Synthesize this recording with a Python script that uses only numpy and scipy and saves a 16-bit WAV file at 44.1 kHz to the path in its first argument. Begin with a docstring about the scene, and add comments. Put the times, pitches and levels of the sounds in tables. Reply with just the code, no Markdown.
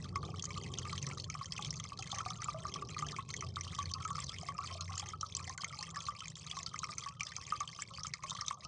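"""Fast dripping into a water-filled vessel.

Indoors, each drop ticks on the surface (noise burst) and rings two trapped bubbles (damped sines).
Large bubbles sound in the hollow of the vessel, mostly near 1.1 kHz; deeper ones glug below it.
Finer drops patter over fizz and soft gurgling, all with a short hard room tail.
Outside, traffic rumbles (filtered noise, motor orders) with the drone of passing engines (gliding sines)."""
import sys
import numpy as np
from scipy import signal
from scipy.fft import rfft, irfft, next_fast_len
from scipy.io import wavfile
from scipy.ndimage import uniform_filter1d, map_coordinates

SR = 44100
rng = np.random.default_rng(int(sys.argv[2]) if len(sys.argv) > 2 else 0)


def gain_from_decibels(decibels):
    """Convert decibel values to linear amplitude factors."""
    exponent = np.asarray(decibels, float) / 20
    return 10 ** exponent


def dump(signal):
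    """Clip the signal to [-1, 1] and save it as 16-bit WAV at the path in sys.argv[1]."""
    limited = np.clip(np.atleast_2d(signal).T, -1, 1)
    pcm = np.round(limited * 32767).astype(np.int16)
    wavfile.write(sys.argv[1], SR, pcm)


N = 382347

# drops, two bubbles each: start_s, peak_db, small_hz, large_hz, large_re_peak_db
DROPS = [(0.042, -37, 4850, 1450, -12), (0.0903, -39.5, 4560, 3060, -17.5), (0.1518, -47, 5010, 3160, -2),
         (0.157, -29, 5260, 2120, -8), (0.228, -37, 4260, 3520, -13.5), (0.2503, -35, 4100, 3580, -2),
         (0.2857, -46.5, 5510, 3060, -2.5), (0.3581, -43.5, 7400, 3050, 1), (0.394, -29, 4860, 3320, -6),
         (0.4237, -26, 6350, 4200, -35.5), (0.441, -27, 6530, 1500, -41), (0.4538, -25, 6490, 2770, -41),
         (0.5046, -33, 5030, 2250, -3.5), (0.5408, -35.5, 5120, 3100, -6), (0.5752, -29.5, 4330, 3010, -10),
         (0.6353, -34.5, 6180, 3000, -11), (0.6618, -38, 6580, 2040, -4), (0.7375, -28.5, 5660, 3250, -8.5),
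         (0.7856, -24.5, 6430, 3010, -14), (0.851, -38.5, 6300, 2590, -6), (0.8939, -35, 7180, 2230, -5.5),
         (0.9283, -28.5, 4880, 4090, -8.5), (0.9776, -27.5, 4240, 3210, -6),
         (1.0062, -50.5, 5800, 2090, -14), (1.0262, -27.5, 6120, 3870, -22.5),
         (1.0665, -26, 5920, 2150, -27.5), (1.0985, -47.5, 5630, 2120, -4), (1.1112, -31.5, 4270, 2290, -5),
         (1.1747, -37.5, 5980, 4000, -11), (1.1806, -34.5, 5000, 3920, -8.5),
         (1.1985, -29, 4380, 4150, -19.5), (1.2414, -31.5, 4330, 3330, -9), (1.2995, -26, 6410, 2270, -12),
         (1.3411, -30.5, 5420, 2430, -14), (1.4566, -31, 6330, 3190, -14.5),
         (1.5212, -24, 5150, 3240, -12.5), (1.5634, -33.5, 4460, 3120, -5.5),
         (1.5776, -29.5, 6200, 2500, -8), (1.6106, -37, 6340, 2520, -12.5), (1.623, -27.5, 6350, 3460, 9),
         (1.646, -27, 4100, 3380, 0.5), (1.706, -24, 5300, 3060, -34), (1.739, -34.5, 6500, 3470, -13.5),
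         (1.7654, -43, 5700, 3130, -23.5), (1.7983, -30.5, 6250, 3290, -11.5),
         (1.8392, -31.5, 6100, 2750, -22), (1.9734, -37, 4520, 4120, -4), (1.99, -29.5, 4800, 3420, -11.5),
         (2.0235, -29.5, 6620, 2550, -8), (2.0732, -35.5, 4270, 4170, -23.5), (2.1034, -36, 6300, 4120, -4),
         (2.1158, -25.5, 4100, 3580, -7), (2.147, -31, 5950, 2880, -17.5), (2.1846, -27, 6100, 1930, -14.5),
         (2.259, -35, 4150, 3860, -13), (2.2867, -38.5, 7400, 2210, -4), (2.303, -29, 5600, 3490, -9),
         (2.4186, -28.5, 6020, 2000, -13), (2.4428, -30, 7200, 2070, -27), (2.6675, -35.5, 6360, 2170, -19),
         (2.6823, -33.5, 5520, 1830, -28.5), (2.7216, -40, 6330, 3210, -4), (2.7392, -25, 5350, 3310, -10),
         (2.887, -37.5, 6000, 3140, -14), (2.944, -36, 4280, 2410, -6.5), (2.981, -32, 4270, 2040, -12.5),
         (2.9893, -27, 6440, 2030, -14), (3.021, -36, 7300, 2160, -12.5), (3.0651, -32, 6430, 1690, -13.5),
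         (3.0852, -31.5, 6050, 3300, -6.5), (3.1186, -32.5, 4800, 3960, -9),
         (3.1632, -31, 5840, 2270, -6.5), (3.2894, -35.5, 6420, 2220, -14.5),
         (3.3036, -29.5, 4300, 2130, -18), (3.3387, -27, 6060, 2150, -6.5), (3.3643, -28, 6570, 3290, -16),
         (3.4077, -27.5, 5980, 2150, -15), (3.488, -40.5, 5440, 1710, -23.5),
         (3.5394, -45, 5030, 1400, -18), (3.5578, -28, 4550, 3690, -6), (3.6094, -27, 5900, 2100, -13),
         (3.7478, -32.5, 6040, 3490, -9.5), (3.7883, -29.5, 6330, 3730, -9),
         (3.827, -30.5, 6120, 2480, -14), (3.856, -29.5, 4370, 2130, -17), (3.914, -31, 5900, 3630, -19),
         (3.937, -23, 4510, 4000, -19), (4.0227, -37.5, 6350, 3230, -7.5), (4.0488, -31, 6480, 2260, -11.5),
         (4.077, -34.5, 7300, 1780, -13.5), (4.155, -31.5, 5380, 2180, -17.5),
         (4.1665, -32.5, 5140, 4270, -13.5), (4.2023, -30, 7470, 2110, -22), (4.2413, -29, 6070, 4140, -19),
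         (4.2926, -27, 4780, 3270, -8), (4.3185, -36, 5030, 3350, -8), (4.341, -32.5, 5040, 2080, -11.5),
         (4.384, -30.5, 6700, 3100, -4), (4.4653, -39, 5360, 4200, -14.5), (4.485, -31, 4920, 2120, -8),
         (4.58, -34, 4990, 2750, -12.5), (4.6374, -41, 6700, 4030, -30), (4.6724, -33.5, 4300, 3040, -10),
         (4.7398, -33, 5260, 4260, -15), (4.808, -25, 6450, 4170, -9), (4.8778, -38, 5080, 2090, -5),
         (4.9406, -53, 4350, 2120, 0), (4.9538, -34, 5330, 3010, -14.5), (4.9784, -25, 6840, 3080, -15),
         (4.9955, -25.5, 6430, 3270, -12.5), (5.0593, -39, 5080, 2530, -7), (5.0877, -29, 6580, 2220, -23),
         (5.2101, -25, 5850, 3500, -21), (5.3222, -34.5, 6230, 3420, -5.5),
         (5.3499, -23, 5900, 4270, -15.5), (5.367, -25, 7530, 2960, -27), (5.4412, -36, 6330, 3070, -9),
         (5.4752, -32, 4250, 2030, -5.5), (5.4948, -27.5, 6200, 1850, -16.5), (5.577, -31, 7270, 2110, -10),
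         (5.6173, -30.5, 5200, 4150, -10.5), (5.6436, -24, 6650, 2150, -7), (5.7254, -37.5, 4920, 2100, -6),
         (5.7446, -36, 5370, 4130, -30.5), (5.766, -43, 4920, 4150, -18.5),
         (5.7892, -29.5, 4250, 4300, -16), (5.8086, -33, 4360, 4240, -19.5),
         (5.8267, -25, 5160, 1850, -18.5), (5.903, -39.5, 6570, 3270, -18), (5.9444, -39, 4750, 1920, -7.5),
         (5.9584, -31.5, 7230, 1720, -7), (6.004, -31, 6370, 3350, -7.5), (6.0648, -30.5, 4260, 4240, -4.5),
         (6.204, -30.5, 5890, 3080, -5), (6.2554, -34.5, 6180, 2360, -5), (6.2808, -31, 6450, 3520, -16),
         (6.354, -34, 5900, 3300, -4), (6.465, -34.5, 6580, 3850, -9), (6.499, -34, 5950, 2920, -9.5),
         (6.5118, -25, 4660, 3320, -6), (6.568, -33, 4260, 4130, -11.5), (6.5879, -31, 5560, 3520, -10.5),
         (6.6303, -30, 6100, 2060, -21.5), (6.6624, -25, 4600, 4060, -17.5),
         (6.738, -43, 6350, 1550, -13.5), (6.7585, -32, 5300, 2100, -7.5),
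         (6.7897, -25.5, 6540, 3650, -20.5), (6.8409, -23.5, 5480, 2180, -11.5),
         (6.9353, -38, 5600, 3040, -27.5), (6.9819, -22, 6160, 2240, -27), (7.0062, -35.5, 5980, 3240, -10),
         (7.0366, -32, 4930, 3340, -7.5), (7.0857, -34, 4660, 3180, -15), (7.1951, -36, 5330, 3090, -4),
         (7.206, -22, 5680, 2350, -6), (7.2318, -26, 5780, 2100, -19.5), (7.2673, -29, 4940, 3530, -11),
         (7.3188, -33.5, 5360, 1840, -7.5), (7.3642, -24, 6270, 2310, -21),
         (7.4666, -34.5, 6360, 3420, -30.5), (7.5025, -34.5, 4870, 2840, -19.5),
         (7.5633, -35.5, 4810, 2130, -15.5), (7.5752, -40, 6180, 3310, -12.5),
         (7.6038, -26, 6280, 2200, -17), (7.649, -52, 5360, 3120, -5), (7.675, -30.5, 6470, 3140, -3.5),
         (7.7283, -38.5, 5600, 2100, 9), (7.7647, -48.5, 5150, 2090, -12),
         (7.7955, -52.5, 4390, 1490, -11.5), (7.7962, -40, 4900, 1440, -26.5), (7.82, -26, 7300, 2210, -11),
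         (7.9354, -40.5, 6240, 3000, -5.5), (7.9738, -36, 4760, 2480, -10), (8.0332, -27, 5680, 3320, -17),
         (8.0679, -25.5, 6400, 2260, -23), (8.1363, -23, 4860, 2140, -8.5),
         (8.1697, -48.5, 4960, 2080, -21.5), (8.2237, -41.5, 6420, 2210, -5),
         (8.2357, -31, 6400, 2140, -9.5), (8.296, -32, 6530, 3910, -22), (8.2962, -29, 6100, 3530, -13),
         (8.306, -23.5, 6250, 3700, -9), (8.3489, -34, 6040, 4160, -10.5), (8.3722, -33.5, 6200, 3340, -8),
         (8.4105, -23.5, 5480, 1930, -20), (8.4629, -34, 6250, 2800, -28.5),
         (8.4814, -20.5, 6120, 3630, -9), (8.6067, -38.5, 5050, 3890, -12),
         (8.6497, -49, 7330, 1500, -25.5), (8.6483, -31, 5340, 2860, -15)]
# large bubbles: start_s, peak_db, pitch_hz, t60_s
PLOPS = [(0.157, -32, 1120, 0.098), (0.23, -40, 1178, 0.015), (0.287, -45, 733, 0.033),
         (0.341, -39.5, 1204, 0.023), (0.438, -41, 1240, 0.017), (0.578, -41.5, 1190, 0.023),
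         (0.852, -41, 1211, 0.11), (0.929, -37.5, 1143, 0.033), (1.099, -47.5, 1034, 0.051),
         (1.172, -44, 1203, 0.035), (1.35, -34, 1190, 0.045), (1.411, -36, 1107, 0.079),
         (1.591, -39, 1142, 0.033), (1.801, -43.5, 1220, 0.019), (1.85, -46.5, 1190, 0.045),
         (1.92, -38, 1150, 0.039), (2.126, -36.5, 1119, 0.045), (2.204, -32.5, 1306, 0.045),
         (2.261, -35, 1188, 0.045), (2.306, -34.5, 1212, 0.029), (2.423, -38, 1290, 0.026),
         (2.485, -31.5, 1170, 0.016), (2.544, -40, 637, 0.14), (2.652, -33, 1180, 0.017),
         (2.758, -37, 1148, 0.071), (2.822, -36.5, 1157, 0.045), (2.965, -37, 1223, 0.045),
         (2.993, -41, 1170, 0.034), (3.024, -32, 1201, 0.045), (3.127, -41.5, 1173, 0.076),
         (3.185, -31.5, 1094, 0.045), (3.424, -38, 1250, 0.024), (3.568, -33, 1233, 0.021),
         (3.667, -39.5, 1163, 0.017), (3.724, -41.5, 1230, 0.019), (3.787, -29, 1131, 0.066),
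         (3.959, -42, 1060, 0.12), (4.002, -35.5, 1157, 0.025), (4.051, -32, 1276, 0.053),
         (4.104, -31, 1125, 0.032), (4.15, -35.5, 1270, 0.031), (4.181, -33, 1173, 0.037),
         (4.43, -41.5, 705, 0.042), (4.486, -33, 1113, 0.089), (4.587, -33.5, 1120, 0.099),
         (4.908, -39.5, 1210, 0.022), (4.938, -41, 1138, 0.066), (5.134, -37, 1282, 0.068),
         (5.229, -32, 1277, 0.063), (5.401, -41, 1158, 0.022), (5.582, -42, 1483, 0.027),
         (5.635, -33.5, 1155, 0.018), (5.706, -45, 1280, 0.037), (5.787, -48, 840, 0.062),
         (5.966, -38.5, 1155, 0.14), (6.085, -34, 1160, 0.061), (6.569, -36, 1100, 0.07),
         (6.742, -34.5, 1224, 0.033), (6.832, -32.5, 1253, 0.045), (6.89, -40, 1205, 0.074),
         (7.061, -36, 1120, 0.13), (7.383, -40.5, 1102, 0.032), (7.522, -26.5, 1223, 0.059),
         (7.606, -32, 1162, 0.051), (7.789, -36.5, 1173, 0.026), (7.983, -36.5, 1177, 0.026),
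         (8.047, -37.5, 1266, 0.038), (8.138, -46.5, 1154, 0.045), (8.19, -49.5, 1025, 0.036),
         (8.237, -36, 1084, 0.054), (8.316, -38, 1038, 0.031), (8.35, -39.5, 1124, 0.044),
         (8.386, -39.5, 1265, 0.045), (8.418, -38, 1192, 0.054), (8.509, -29.5, 1119, 0.018)]
# deep bubbles below the hollow: start_s, peak_db, pitch_hz, t60_s
GLUGS = [(1.591, -44, 833, 0.05), (1.992, -46, 770, 0.06), (2.129, -39.5, 786, 0.046),
         (2.26, -40, 736, 0.071), (3.021, -50, 814, 0.091), (4.718, -51, 680, 0.071),
         (4.752, -43.5, 665, 0.086), (4.908, -49, 770, 0.072), (5.027, -42, 814, 0.035),
         (5.475, -48, 746, 0.06), (5.496, -50.5, 790, 0.06), (7.604, -54, 784, 0.13)]
# ringing of the vessel: centre_hz, width_hz, level_db
VESSEL_MODES = [(720, 15, -11.5), (1140, 600, -5.5), (1850, 16, -65.5), (1965, 80, -15), (2593, 23, -8.5),
                (3119, 65, 0), (4084, 42, -6), (4362, 120, -1.5), (5324, 870, -6), (6340, 107, 5),
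                (7250, 95, -4.5), (7460, 140, -9), (8780, 330, -18.5)]
# ringing of the air over the water: centre_hz, width_hz, level_db
HOLLOW_MODES = [(1160, 28, -4.5), (1147, 29, -12.5), (1180, 27, 18), (1370, 90, -12.5)]
# dips of the fine patter: middle_s, length_s, depth_db
LULLS = [(0.012, 0.04, 1), (0.121, 0.057, -11), (0.291, 0.36, -6), (0.48, 0.058, -6.5),
         (0.713, 0.086, -5.5), (1.283, 0.08, -14), (1.393, 0.048, -2.5), (1.488, 0.04, -8),
         (1.969, 0.037, -11.5), (2.232, 0.029, -7), (3.27, 0.056, -11), (3.53, 0.1, -10),
         (4.548, 0.052, -4), (4.874, 0.039, -8), (5.163, 0.076, -10.5), (5.566, 0.028, -25),
         (5.93, 0.03, -17.5), (6.34, 0.041, -13.5), (6.692, 0.08, -3.5), (7.184, 0.14, -8.5),
         (7.864, 0.074, -3.5), (8.132, 0.088, -12), (8.203, 0.044, -13), (8.591, 0.078, -9.5)]
# fizz spectrum, relative: freq_hz, density_db
FIZZ_SPECTRUM = [(350, -39.5), (500, 4.5), (800, -6), (1140, 10), (1600, -24.5), (2100, -14), (6300, 0.5),
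                 (10000, -63.5), (13000, -72)]
# room decay: freq_hz, t60_s
ROOM_DECAY = [(600, 0.7), (1300, 0.092), (3500, 0.063), (9000, 0.04)]
# background rumble and road noise as heard, brief dips of the level included: time_s, road_db, rumble_db
BACKGROUND_LEVELS = [(0.0, -60.5, -43), (0.02, -53, -46.5), (1.21, -58.5, -51), (1.42, -57.5, -49.5),
                     (1.45, -62, -49.5), (2.92, -62.5, -52), (2.97, -60, -50), (4.54, -67.5, -51),
                     (4.59, -77, -54), (4.73, -65, -55), (6.2, -69, -55.5), (8.14, -69.5, -54.5),
                     (8.16, -86, -62), (8.26, -70, -53), (8.45, -78, -56.5), (8.67, -66.5, -56.5)]
# rumble spectrum, relative: freq_hz, density_db
RUMBLE_SPECTRUM = [(15, -54.5), (25, -18), (38, -23), (75, 0), (97, -1), (155, 1.5), (220, -14), (260, -21),
                   (340, -26.5), (570, -120)]
# road noise spectrum, relative: freq_hz, density_db
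ROAD_SPECTRUM = [(160, -35), (210, -3.5), (300, -5), (400, 1), (600, -15), (900, -12.5), (1200, -61)]
# orders of the idling motor: multiple, level_re_rumble_db
MOTOR_ORDERS = [(3, -21.5), (4, -14), (5, -9), (6, -14), (7, -11), (8, -14.5), (9, -26), (10, -35)]
# engine drones: start_s, end_s, first_hz, last_hz, level_db
ENGINES = [(0, 1.5, 92.4, 91.9, -52), (0, 1.3, 135.8, 135, -49.5), (0.602, 3.3, 113.1, 115.5, -59.5),
           (2.801, 3.62, 152.8, 142.2, -49.5), (3.451, 5.1, 90.06, 90.75, -49),
           (4.901, 5.62, 91.44, 86.3, -49.5), (5.798, 6.86, 163.9, 159.7, -55.5)]
# gain of the faint side signal: freq_hz, gain_db
SIDE_GAIN = [(60, -53.5), (300, -46), (1000, -59.5), (3000, -53), (6000, -41), (10000, -16)]
# microphone response: freq_hz, gain_db
MIC_RESPONSE = [(20, 0.5), (6500, 0.5), (8000, 3.5), (9600, -3), (9900, -29), (10400, -29)]


def drops():
    """Each drop splashes raggedly, rings its bubbles for some tens of cycles and shakes the vessel."""
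    start_s, peak_db, pitch_hz = trapped_bubbles()
    late, weaker = rng.random((len(start_s), 2)).T
    splash = ticks(start_s, peak_db, t60_s=0.012)
    # a droplet falls back
    fallback = ticks(start_s + 0.0052 + 0.02 * late, peak_db - 16.5 - 10 * weaker, t60_s=0.0073)
    tick = splash + fallback
    ring = bubbles(start_s, peak_db, pitch_hz, 0.006 + 42 / pitch_hz,
                   rise=0.016, attack_s=0.00048, rough=0.51, size=1500)
    vessel = filtered(tick, resonances(VESSEL_MODES[2:], ratio=-1))
    return ring + gain_from_decibels(-16.5) * tick + gain_from_decibels(7.5) * vessel


def trapped_bubbles():
    """Start, peak dB and pitch of both bubbles of every drop; they share its energy."""
    ring_db, crest_db = -5, 6  # bubbles' part of the drop's peak; bubble peak over its mean level
    least_share, lag_s = 0.11, 0.001009  # least energy share of the small bubble; delay of the large
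    start_s, peak_db, small_hz, large_hz, large_db = np.transpose(DROPS)
    large_share = np.clip(gain_from_decibels(large_db + crest_db) ** 2, 1e-4, 1 - least_share)
    small_peak_db = peak_db + 10 * np.log10(1 - large_share)
    large_peak_db = peak_db + 10 * np.log10(large_share)
    return (np.r_[start_s, start_s + lag_s],
            np.r_[small_peak_db, large_peak_db] + ring_db,
            np.r_[small_hz, large_hz])


def plops():
    """Large bubbles swell over a few cycles; their splash leaves the hollow beating."""
    start_s, peak_db, pitch_hz, t60_s = np.transpose(PLOPS + GLUGS)
    tone = bubbles(start_s, peak_db, pitch_hz, t60_s, rise=0.031, attack_s=0.0013, rough=0.046, size=5000)
    tick = ticks(start_s, peak_db, t60_s=0.011)
    hollow = filtered(tick, resonances(HOLLOW_MODES, ratio=1))
    return tone + gain_from_decibels(-13) * tick + gain_from_decibels(7.5) * hollow


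def bubbles(start_s, peak_db, pitch_hz, t60_s, rise, attack_s, rough, size):
    """Damped sines climbing by the share rise over t60; two weaker neighbours make each one beat."""
    t = np.arange(size) / SR
    peak_db, pitch_hz = peak_db[:, None], pitch_hz[:, None]
    t60_s = np.clip(t60_s, 0.003, 0.3)[:, None]
    turns = pitch_hz * t * (1 + 0.5 * rise * t / t60_s)
    ring = np.sin(2 * np.pi * turns)
    for offset in rng.standard_normal((2, len(start_s), 1)):
        ring += rough * np.sin(2 * np.pi * turns * (1 + 0.075 * offset))
    ring *= gain_from_decibels(-60 * t / t60_s) * (1 - np.exp(-t / attack_s)) ** 2
    peak = np.abs(ring).max(axis=1)[:, None]
    return laid(start_s, gain_from_decibels(peak_db) * ring / peak)


def ticks(start_s, level_db, t60_s):
    """Surface impact: a noise burst a few ms long."""
    t = np.arange(400) / SR
    envelope = gain_from_decibels(level_db[:, None] - 60 * t / t60_s) * (1 - np.exp(-t / 0.0001))
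    return laid(start_s, envelope * rng.standard_normal((len(start_s), len(t))))


def patter(count, gurgles):
    """Random fine drops, many weak and few strong, over fizz and gurgles; thickest just after each drop."""
    when, pitch, strength = rng.random((count, 3)).T
    start_s = when * N / SR
    peak_db = -3 * np.log(1 - 0.93 * strength)
    pitch_hz = 1700 * 4.5 ** pitch
    t60_s = (25 + 70 * rng.random(count) ** 2) / pitch_hz
    tone = bubbles(start_s, peak_db, pitch_hz, t60_s, rise=0.2, attack_s=0.00058, rough=0.51, size=900)
    grains = tone + gain_from_decibels(-5.5) * ticks(start_s, peak_db, t60_s=0.016)
    vessel = filtered(grains, resonances(VESSEL_MODES, ratio=-0.96))
    grains = unit(gain_from_decibels(-13.5) * grains + vessel)
    fizz = noise(FIZZ_SPECTRUM, swell_db=2, rate_hz=30)
    thrown = thrown_level()
    spray_level = gain_from_decibels(spray_db()) + thrown
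    gurgle_level = gain_from_decibels(-59.5 + 2.9 * wander(9)) + gain_from_decibels(-2) * thrown  # goes on through the lulls
    return spray_level * (grains + gain_from_decibels(-7.5) * fizz) + gurgle_level * gurgles


def thrown_level():
    """Extra spray level: a quick rise and decay after each trapped bubble's start."""
    t = np.arange(3000) / SR
    start_s, peak_db, _ = trapped_bubbles()
    decay = gain_from_decibels(peak_db[:, None] - 33.5 - 60 * t / 0.15)
    return laid(start_s, decay * (1 - np.exp(-t / 0.00033)))


def spray_db():
    """Base level of the fine drops, wavering, with smooth dips at the lulls."""
    block = 64  # samples
    middle_s, length_s, depth_db = np.transpose(LULLS)[:, :, None]
    away = (np.arange(0, N, block) / SR - middle_s) / (length_s / 2)
    dips_db = (depth_db * np.exp(-away ** 4)).sum(axis=0)
    return -55 + np.repeat(dips_db, block)[:N] + 1.5 * wander(12)


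def gurgle(count):
    """Soft overlapping bubbles, most at the pitches of the hollow, one in five lower and fainter."""
    when, pitch, strength, life = rng.random((count, 4)).T
    low = rng.random(count) < 0.2
    peak_db = -4 * np.log(1 - 0.9 * strength) - 8 * low
    pitch_hz = np.where(low, 480 + 400 * pitch, 1030 + 300 * pitch)
    return unit(bubbles(when * N / SR, peak_db, pitch_hz, 0.022 + 0.11 * life,
                        rise=0.13, attack_s=0.0025, rough=0.13, size=3500))


def room(x):
    """Small hard room: decaying noise tails; a new one every 0.3 s as the water surface moves."""
    out, step = np.zeros(N + SR), SR * 3 // 10
    for start in range(0, N, step):
        hz, t, z = signal.stft(rng.standard_normal(SR // 3), SR, nperseg=256)
        decay = gain_from_decibels(-60 * t / along(ROOM_DECAY, hz)[:, None])
        tail = signal.istft(z * decay, SR, nperseg=256)[1]
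        echo = signal.fftconvolve(x[start:start + step], tail / np.linalg.norm(tail))
        out[start + 150:][:len(echo)] += echo  # 150 samples of delay
    return out[:N]


def traffic():
    """Rumble through the walls with the orders of an idling motor, road noise above it, and drones."""
    time_s, road_db, rumble_db = np.transpose(BACKGROUND_LEVELS)
    t = np.arange(N) / SR
    rumble = gain_from_decibels(0.5) * noise(RUMBLE_SPECTRUM, swell_db=0.5, rate_hz=8) + motor()
    road = noise(ROAD_SPECTRUM, swell_db=3.5, rate_hz=8)
    out = gain_from_decibels(np.interp(t, time_s, rumble_db)) * rumble
    out += gain_from_decibels(np.interp(t, time_s, road_db)) * road
    return out + engines()


def motor():
    """Idling motor: sines at multiples of one wandering rate, each with its own swell."""
    turns = np.cumsum(22.68 + 0.0917 * wander(2.945)) / SR
    return sum(gain_from_decibels(db + 2.5 * wander(3)) * np.sin(2 * np.pi * (multiple * turns + rng.random()))
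               for multiple, db in MOTOR_ORDERS)


def engines():
    """Passing engines: sines of gliding, wandering pitch that fade in and out."""
    t, out = np.arange(N) / SR, np.zeros(N)
    for start_s, end_s, first_hz, last_hz, level_db in ENGINES:
        fade = np.clip(np.minimum(t - start_s + 0.1, end_s - t) / 0.2, 0, 1)
        hz = np.interp(t, [start_s, end_s], [first_hz, last_hz]) + 1.507 * wander(5)
        out += fade * gain_from_decibels(level_db + 4.3 * wander(9.7)) * np.sin(2 * np.pi * np.cumsum(hz) / SR)
    return out


def noise(spectrum, swell_db, rate_hz):
    """Coloured noise of rms 1 whose level wanders."""
    coloured = filtered(rng.standard_normal(N), lambda hz: gain_from_decibels(along(spectrum, hz)))
    return unit(gain_from_decibels(swell_db * wander(rate_hz)) * coloured)


def wander(rate_hz):
    """Smooth random curve, rate_hz knots a second."""
    knots = rng.standard_normal(int(N * rate_hz / SR) + 4)
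    return map_coordinates(knots, [np.arange(N) * rate_hz / SR])


def resonances(modes, ratio):
    """Causal response of summed modes, the k-th scaled by ratio**k; a negative ratio fills the valleys."""
    def response(hz):
        total = 0
        for k, (centre_hz, width_hz, level_db) in enumerate(modes):
            damping = 1j * hz * width_hz
            total = total + ratio ** k * gain_from_decibels(level_db) * damping / (centre_hz ** 2 - hz ** 2 + damping)
        return total
    return response


def filtered(x, response):
    """x through a complex response of frequency."""
    m = next_fast_len(N + 8192)
    return irfft(rfft(x, m) * response(np.fft.rfftfreq(m, 1 / SR)), m)[..., :N]


def along(points, hz):
    """(freq_hz, value) points read on a log frequency axis."""
    freq_hz, value = np.transpose(points)
    return np.interp(np.log(hz + 1), np.log(freq_hz + 1), value)


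def laid(start_s, sounds):
    """Rows of short sounds summed at their start times."""
    at = np.round(start_s * SR).astype(int)[:, None] + np.arange(sounds.shape[1])
    return np.bincount(at.ravel(), sounds.ravel(), N + SR)[:N]


def unit(x):
    """Scaled to rms 1."""
    return x / np.sqrt(np.mean(x ** 2) + 1e-20)


def scene():
    """Water, room and traffic, practically mono."""
    water = drops() + plops() + patter(count=1700, gurgles=gurgle(count=400))
    mid = water + gain_from_decibels(-14) * room(water) + traffic()
    faint = filtered(room(water) + traffic(), lambda hz: gain_from_decibels(along(SIDE_GAIN, hz)))
    side = gain_from_decibels(4 * wander(15)) * faint
    return np.array([mid + side, mid - side])


def suppressor(x, knee_db, depth_db):
    """Noise suppression: bands weak against their median power are turned down, by depth_db at most."""
    z = signal.stft(x, nperseg=512)[2]
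    power = uniform_filter1d(np.abs(z[0] + z[1]) ** 2 / 4, size=12, axis=0)
    usual = np.median(power, axis=1, keepdims=True)
    gain = power / (power + usual * gain_from_decibels(2 * knee_db))
    return signal.istft(z * np.maximum(gain, gain_from_decibels(depth_db)), nperseg=512)[1][:, :N]


def roll_off(x):
    """The treble ends steeply here."""
    return signal.sosfilt(signal.butter(12, 10330, fs=SR, output="sos"), x)


def record(dry):
    """The microphone rolls off and stops near 10 kHz; quiet moments are suppressed."""
    heard = filtered(dry, lambda hz: gain_from_decibels(along(MIC_RESPONSE, hz)))
    mix = suppressor(heard, knee_db=-5.5, depth_db=-4.5)
    return roll_off(mix)


dry = scene()
out = record(dry)
dump(out)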